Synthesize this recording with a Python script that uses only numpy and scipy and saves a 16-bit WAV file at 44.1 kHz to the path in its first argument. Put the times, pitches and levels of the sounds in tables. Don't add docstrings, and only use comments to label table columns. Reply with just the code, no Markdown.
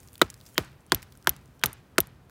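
import sys
import numpy as np
from scipy import signal
from scipy.io import wavfile
from scipy.ndimage import uniform_filter1d

SR = 44100
rng = np.random.default_rng(int(sys.argv[2]) if len(sys.argv) > 2 else 0)


def transcribe(u):
    v = np.clip(np.atleast_2d(u).T, -1, 1)
    q = np.round(v * 32767).astype(np.int16)
    wavfile.write(sys.argv[1], SR, q)


def natural_amplitude(level_db):
    exponent = np.asarray(level_db, float) / 20
    return 10 ** exponent


N = 101430

# [t/s, knock level/dB, knock f/Hz, thud level/dB, crack level/dB]
BLOWS = [
    (0.2154, -7, 1390, -9.5, -8.5),
    (0.5799, -1.5, 2490, -18, -10),
    (0.9203, -8, 1630, -19, -9.5),
    (1.2724, -6.5, 1580, -21.5, -11),
    (1.6373, -3, 2180, -34, -14),
    (1.9823, -6.5, 1835, -13, -8),
]
# [upper trunk mode level/dB, late tail level/dB]
SHADES = [(2, -1.5), (-3, 3), (-19, 2.5), (-1.5, -0.5), (7, 4.5), (-0.5, -1.5)]
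BLOW_S = np.array(BLOWS)[:, 0]


def rms_one(x):
    return x / np.sqrt(np.mean(x ** 2) + 1e-20)


def at_hz(points, hz):
    points_hz, values = np.array(points).T
    return np.interp(np.log(hz), np.log(points_hz), values)


def clicks(s, gain):
    out = np.full(N, 1e-18)
    np.add.at(out, (np.asarray(s) * SR).astype(int), gain)
    return out


def ring(x, hz, t60):
    r = natural_amplitude(-60 / (t60 * SR))
    w = 2 * np.pi * min(hz, 0.45 * SR) / SR
    return signal.lfilter([0, np.sin(w)], [1, -2 * r * np.cos(w), r * r], x)


def fade(x, t60):
    return signal.lfilter([1], [1, -natural_amplitude(-60 / (t60 * SR))], x)


def band(x, low_hz, high_hz):
    sos = signal.butter(2, [low_hz, min(high_hz, 0.45 * SR)], "band", fs=SR, output="sos")
    return signal.sosfilt(sos, x)


def add(out, s, x):
    i = int(s * SR)
    out[i:i + len(x)] += x[:N - i]


def bands():
    white = rng.standard_normal((2, N + 8000))
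    edges = 25 * 2 ** np.arange(0, 9.6, 1 / 3)
    out = []
    for k, (low, high) in enumerate(zip(edges, edges[1:])):
        noise = rms_one(band(white[k % 2], low, high)[-N:])
        out.append((np.sqrt(low * high), high - low, noise))
    return out


def far_air():
    # [f/Hz, density/dB]
    spectrum = [(18, -28.5), (30, -3.5), (64, 4.5), (138, -2), (666, -15.5), (1350, -19), (3220, -30),
                (8980, -41.5), (16000, -43.5)]
    air = sum(n * natural_amplitude(at_hz(spectrum, hz)) * np.sqrt(width) for hz, width, n in bands())
    return natural_amplitude(-55.5) * rms_one(air)


def bird():
    start_s, length_s, low_hz, rise_hz = 1.765, 0.04, 7000, 800
    u = np.clip((np.arange(N) / SR - start_s) / length_s, 0, 1)
    phase = 2 * np.pi * np.cumsum(low_hz + rise_hz * u) / SR
    return natural_amplitude(-73) * np.sin(np.pi * u) * np.sin(phase)


def rustle():
    # [t/s, level/dB]
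    course = [(0.0, -57), (0.3, -64.5), (0.5, -55.5), (0.749, -68), (1.18, -63.5), (1.6, -67.5),
              (1.85, -68.5), (2.3, -71.5)]
    grains_per_s = 550
    level = natural_amplitude(np.interp(np.arange(N) / SR, *np.transpose(course)))
    sizes = natural_amplitude(2.5 * np.minimum(rng.exponential(1, N), 3)) * (rng.random(N) < grains_per_s / SR)
    dealt = rng.integers(0, 5, N)
    noise = rng.standard_normal(N)
    grains = 0
    for k, hz in enumerate([2000, 3500, 5500, 7500, 9000]):
        shape = fade(sizes * (dealt == k) + 1e-18, 0.008)
        grains = grains + band(noise * shape, hz, 2 * hz)
    hiss = band(rng.standard_normal(N), 1800, 21000)
    return level * (natural_amplitude(-11.5) * rms_one(grains) + natural_amplitude(-7) * rms_one(hiss))


def tree_tail():
    # [f/Hz, level/dB]
    spectrum = [(60, -49), (130, -45), (300, -46.5), (700, -51.5), (1500, -52), (3500, -58.5), (8000, -59),
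                (16000, -52.5)]
    # [f/Hz, t60/s]
    decay = [(100, 0.2), (500, 0.15), (1500, 0.4), (4000, 0.47), (16000, 0.05)]
    # [f/Hz, level/dB]
    scatter = [(100, -16), (600, 15), (3000, 19), (9000, 10), (16000, 10.5)]
    strength = [12.8, 1.8, 3, 2.5, -1.5, 6.8]
    lag_s, early_t60_s = 0.0015, 0.027
    early = fade(clicks(BLOW_S + lag_s, natural_amplitude(np.array(strength))), early_t60_s)
    late = clicks(BLOW_S + lag_s, natural_amplitude(np.array(SHADES)[:, 1]))
    flutter = natural_amplitude(1.5 * rms_one(band(rng.standard_normal(N), 16, 150)))
    tail = 0
    for hz, _, noise in bands():
        late_shape = fade(late, at_hz(decay, hz)) * (flutter if hz > 1000 else 1)
        shape = natural_amplitude(at_hz(scatter, hz)) * early + late_shape
        speed = hz / SR / 2
        tail = tail + noise * natural_amplitude(at_hz(spectrum, hz)) * signal.lfilter([speed], [1, speed - 1], shape)
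    return tail


def sway():
    # [f/Hz, t60 of the resonance/s, steady level/dB, level after a blow/dB]
    hums = [(130, 0.16, -65.5, -52)]
    lag_s, t60_s = 0.074, 0.4
    after = uniform_filter1d(fade(clicks(BLOW_S + lag_s, 1), t60_s), size=1500)
    out = 0
    for hz, t60, steady_db, db in hums:
        hum = rms_one(ring(rng.standard_normal(N), hz, t60))
        out = out + hum * (natural_amplitude(steady_db) + natural_amplitude(db) * after)
    return out


def patter():
    # [t/s, peak level/dB, f/Hz, length/s]
    landings = [(1.028, -35, 2430, 0.017), (.0478, -54, 9000, 0.0078), (0.075, -49, 7000, 0.014),
                (0.131, -42.5, 9000, 0.0076), (.146, -49, 7800, 0.0046), (0.155, -34, 3700, 0.0086),
                (0.179, -40.5, 11000, 0.012), (0.3017, -35, 7500, 0.018), (0.3415, -40, 6230, 0.011),
                (0.376, -51, 7000, 0.0038), (2.296, -49.5, 1720, 0.013), (0.454, -51, 6100, 0.016),
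                (0.463, -46.5, 6100, 0.059), (0.5445, -48, 7700, 0.02), (.648, -46.5, 9000, 0.0049),
                (0.865, -49, 8330, 0.0056), (1.021, -48, 5800, 0.055), (1.1226, -44.5, 4500, 0.015),
                (1.153, -52, 7000, .006), (1.174, -45, 11000, 0.0069), (1.3645, -43.5, 8300, 0.0072),
                (1.458, -52, 7000, 0.0054), (1.614, -51, 3500, 0.014), (1.7305, -33, 11000, 0.0075),
                (2.071, -42.5, 10300, 0.0059)]
    # [t/s, peak level/dB, f/Hz]
    ticks = [(.003, -45, 7000), (.032, -44, 6070), (0.086, -46, 6500), (.1405, -43.5, 11000),
             (0.195, -45, 3500), (.267, -55, 13000), (0.33, -60, 9000), (.3655, -56, 9500),
             (0.403, -46, 5000), (0.412, -40.5, 4400), (0.479, -45, 6500), (.489, -45, 9000),
             (.496, -50, 7000), (.533, -51, 8000), (0.565, -51, 13000), (.625, -42, 4000),
             (.717, -55, 9000), (.807, -54, 7000), (.898, -54, 5000), (1.198, -67, 7900),
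             (1.214, -55, 5500), (1.226, -47, 5500), (1.2445, -47, 9000), (1.259, -57, 9000),
             (1.413, -57, 7000), (1.417, -65.5, 9000), (1.478, -57, 6500), (1.547, -58.5, 3000),
             (1.567, -64, 5770), (1.594, -52, 7000), (1.597, -54, 5000), (1.738, -49, 9000)]
    tick_s, spread, broad_db = 0.0046, 1 + 1 / 2.5, -3
    rows = list(landings) + [tuple(tick) + (tick_s,) for tick in ticks]
    size = (len(rows), 3000)
    noise = rng.standard_normal(size) * natural_amplitude(3 * rng.standard_normal(size))
    out, one = np.zeros(N), np.eye(1, 3000)[0]
    for (s, db, hz, length), n in zip(rows, noise):
        n = n * fade(one, 0.99 * length)
        leaf = band(n, hz / spread, hz * spread)
        add(out, s, natural_amplitude(db) * (leaf + natural_amplitude(broad_db) * band(n, 1300, 24000)))
    return out


def swing():
    whistle = [-62, -46, -51.5, -68.5, -49, -66.5]
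    hz, t60_s, rise_s = 3150, 0.02, 0.025
    tone = rms_one(ring(rng.standard_normal(N), hz, t60_s))
    t = np.arange(N) / SR
    level = sum(natural_amplitude(db + 20 * np.minimum(t - s, 0) / rise_s) * (t < s) for db, s in zip(whistle, BLOW_S))
    return tone * level


def creaks():
    # [t/s, peak level/dB, f/Hz]
    shifts = [(.5565, -40.5, 1800), (1.153, -50, 1500), (1.249, -42.5, 1500), (1.262, -40, 1400),
              (1.6145, -44, 1600), (1.626, -42, 1500), (1.96, -47.5, 1700), (1.973, -46, 1400),
              (2.2965, -44.5, 1500)]
    t60_s = 0.0092
    return sum(band(ring(clicks([s], natural_amplitude(db)), hz, t60_s), hz / 2, hz * 4) for s, db, hz in shifts)


def snaps():
    # [t/s, peak level/dB, level of the duller modes/dB]
    breaks = [
        (0.9467, -6, 4),
        (1.2934, 0, -3.5),
        (1.6593, -3.5, -1.5),
        (2.0041, -1.5, -3),
    ]
    # [f/Hz, level/dB, t60/s]
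    modes = [(3770, -20, 0.0085), (4310, -15.5, 0.0067), (6100, -10, 0.0017), (7500, -14, 0.0027),
             (9920, -13, 0.0043), (11650, 2, 0.0034), (14220, -4.5, .002)]
    out, one = np.zeros(N), np.eye(1, 1500)[0] + 1e-18
    noise = rng.standard_normal((4, 1500))
    echo_tail = np.roll(fade(one, 0.014), int(0.0022 * SR))
    shape = 0.25 * fade(one, 0.002) + natural_amplitude(-21) * echo_tail
    again = 0.55 * np.roll(one, int(0.00035 * SR))
    for (s, db, dull_db), n in zip(breaks, noise):
        burst = 0.6 * n * shape + one + again
        snap = sum(natural_amplitude(d + dull_db * (hz < 10000)) * ring(burst, hz, t60) for hz, d, t60 in modes)
        snap = band(snap, 2600, 20000)
        add(out, s, natural_amplitude(db) * snap / np.abs(snap).max())
    return out


def thuds():
    # [f/Hz, level/dB, t60/s]
    modes = [(62, -16.5, 0.1), (96, -14, 0.092), (130, -18.5, 0.063), (156.4, -10.5, 0.055),
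             (189.6, -12, 0.029), (263, -13, 0.013), (367, 5, 0.026), (441.3, -3.5, 0.033),
             (563, -9, 0.021), (629, 0.5, 0.015), (800, -17, .02), (1008, -12.5, 0.017), (1303, -16, 0.062)]
    low_db, low_follows = -12.5, 0.1
    rebound_s, lag_cycles, lag_max_s = 0.00065, 0.49, 0.0028
    thud_db, upper_db = np.array(BLOWS)[:, 3], np.array(SHADES)[:, 0]
    chance_db = rng.normal(0, 1.5, (6, 13))
    out = 0
    for k, (hz, db, t60) in enumerate(modes):
        if hz > 230:
            level = thud_db + upper_db * (hz > 500)
        else:
            level = low_db + low_follows * (thud_db - low_db)
        lag = rebound_s + min(lag_cycles / hz, lag_max_s)
        mode = ring(clicks(BLOW_S + lag, natural_amplitude(level + db + chance_db[:, k])), hz, t60)
        out = out + band(mode, hz / 1.5, hz * 1.5)
    return out


def grain():
    # [f/Hz, width/Hz, level/dB]
    resonances = [
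        [(1020, 210, -1), (1420, 120, 1.5), (1630, 52, -1), (1910, 170, -0.5), (2550, 82, -13.5),
         (3170, 66, -11), (3700, 180, -4), (5800, 160, -18)],
        [(939, 53, 3), (1470, 210, -17), (1770, 79, 2.5), (3060, 66, -2), (3900, 130, -15.5), (4580, 77, -3.5),
         (5160, 130, -27), (6130, 95, -26.5)],
        [(985, 68, 3), (1550, 240, -4), (2970, 72, -18.5), (3350, 79, -1), (4365, 88, -3), (4850, 61, -12.5),
         (5110, 110, -4.5), (5960, 140, -10.5)],
        [(982, 100, 4), (1590, 440, -1.5), (1820, 68, 1), (2970, 110, -7.5), (3420, 200, -12),
         (4610, 510, -30.5), (5820, 120, -18.5), (6710, 82, -32.5)],
        [(897, 146, -4), (1600, 88, -1.5), (2140, 43, -2.5), (3360, 76.7, -7), (3980, 260, -2), (4000, 76, 1),
         (5250, 98, -10), (5320, 110, -11.5)],
        [(1300, 61, 6), (1473, 68, -6.5), (1973, 71, -14), (2540, 73, -5), (3190, 160, -7), (4130, 170, -22),
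         (5500, 144, -17.5), (6770, 160, -11.5)],
    ]
    levels = [-11, -24, -10.5, -14, -15.5, -12.5]
    widen_hz, lag_cycles = 80, 0.84
    out = 0
    for s, level_db, modes in zip(BLOW_S, levels, resonances):
        for k, (hz, width, db) in enumerate(modes):
            width = width + widen_hz
            gain = (-1) ** k * natural_amplitude(level_db + db) * width / 200
            t60 = np.log(1000) / np.pi / width
            mode = ring(clicks([s + lag_cycles / hz], gain), hz, t60)
            out = out + band(mode, hz / 1.5, hz * 1.5)
    return out


def second_bites():
    # [t/s, level/dB, f/Hz]
    bites = [(.218, -2, 9000), (.219, -2, 3800), (.5818, -36, 8000), (.5925, -31, 9000),
             (.9205, -2.5, 6000), (.9225, -21, 5500), (1.6405, -10.5, 9000), (1.6485, -27, 1300),
             (1.9855, -2.5, 9000), (1.2745, -13, 11000)]
    ring_cycles = 21
    out, one = np.zeros(N), np.eye(1, 2000)[0] + 1e-18
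    for s, db, hz in bites:
        if hz > 5000:
            burst = band(rng.standard_normal(2000) * fade(one, 0.0019), hz * 0.48, hz * 1.8)
        else:
            burst = -band(ring(one, hz, ring_cycles / hz), hz / 2, hz * 2)
        add(out, s, natural_amplitude(db) * burst)
    return out


def knocks():
    # [ratio to the knock f, level/dB]
    overtones = [(1.053, -1.5), (2.4, -30.5), (1.215, 0), (1.69, -7.5), (2, -8), (2.7, -23)]
    rings = [0.012, 0.0011, 0.008, 0.006, 0.0022, 0.0038]
    touch_s, touch_share, crack_t60_s = 0.00037, 0.26, 0.004
    out, one = np.zeros(N), np.eye(1, 2000)[0] + 1e-18
    chance_db = rng.normal(0, 2, (6, 6))
    for k, (s, db, hz, _, crack_db) in enumerate(BLOWS):
        body = 0
        for (ratio, d), chance in zip(overtones, chance_db[k]):
            body = body + natural_amplitude(db + d + chance) * ring(one, hz * ratio, rings[k] / ratio)
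        body = -band(body, 1000, 7000)
        add(out, s, body)
        add(out, s - touch_s, -touch_share * body)
        crack = band(rng.standard_normal(2000) * fade(one, crack_t60_s), 2000, 20000)
        add(out, s, natural_amplitude(crack_db) * crack)
    return out


def scene():
    place = far_air() + bird() + rustle() + tree_tail() + sway()
    small = patter() + swing() + creaks() + snaps()
    axe = thuds() + grain() + second_bites() + knocks()
    return (place + small + axe)[None]


def band_limit(x):
    return signal.sosfilt(signal.butter(12, 17180, fs=SR, output="sos"), x)


def record(dry):
    top_hz, low_hz = 17100, 54
    x = 1.1 * np.tanh(dry / 1.1)
    x = signal.sosfilt(signal.cheby2(10, 60, top_hz, fs=SR, output="sos"), x)
    x = signal.sosfilt(signal.butter(3, low_hz, "high", fs=SR, output="sos"), x)
    return band_limit(x)


dry = scene()
out = record(dry)
transcribe(out)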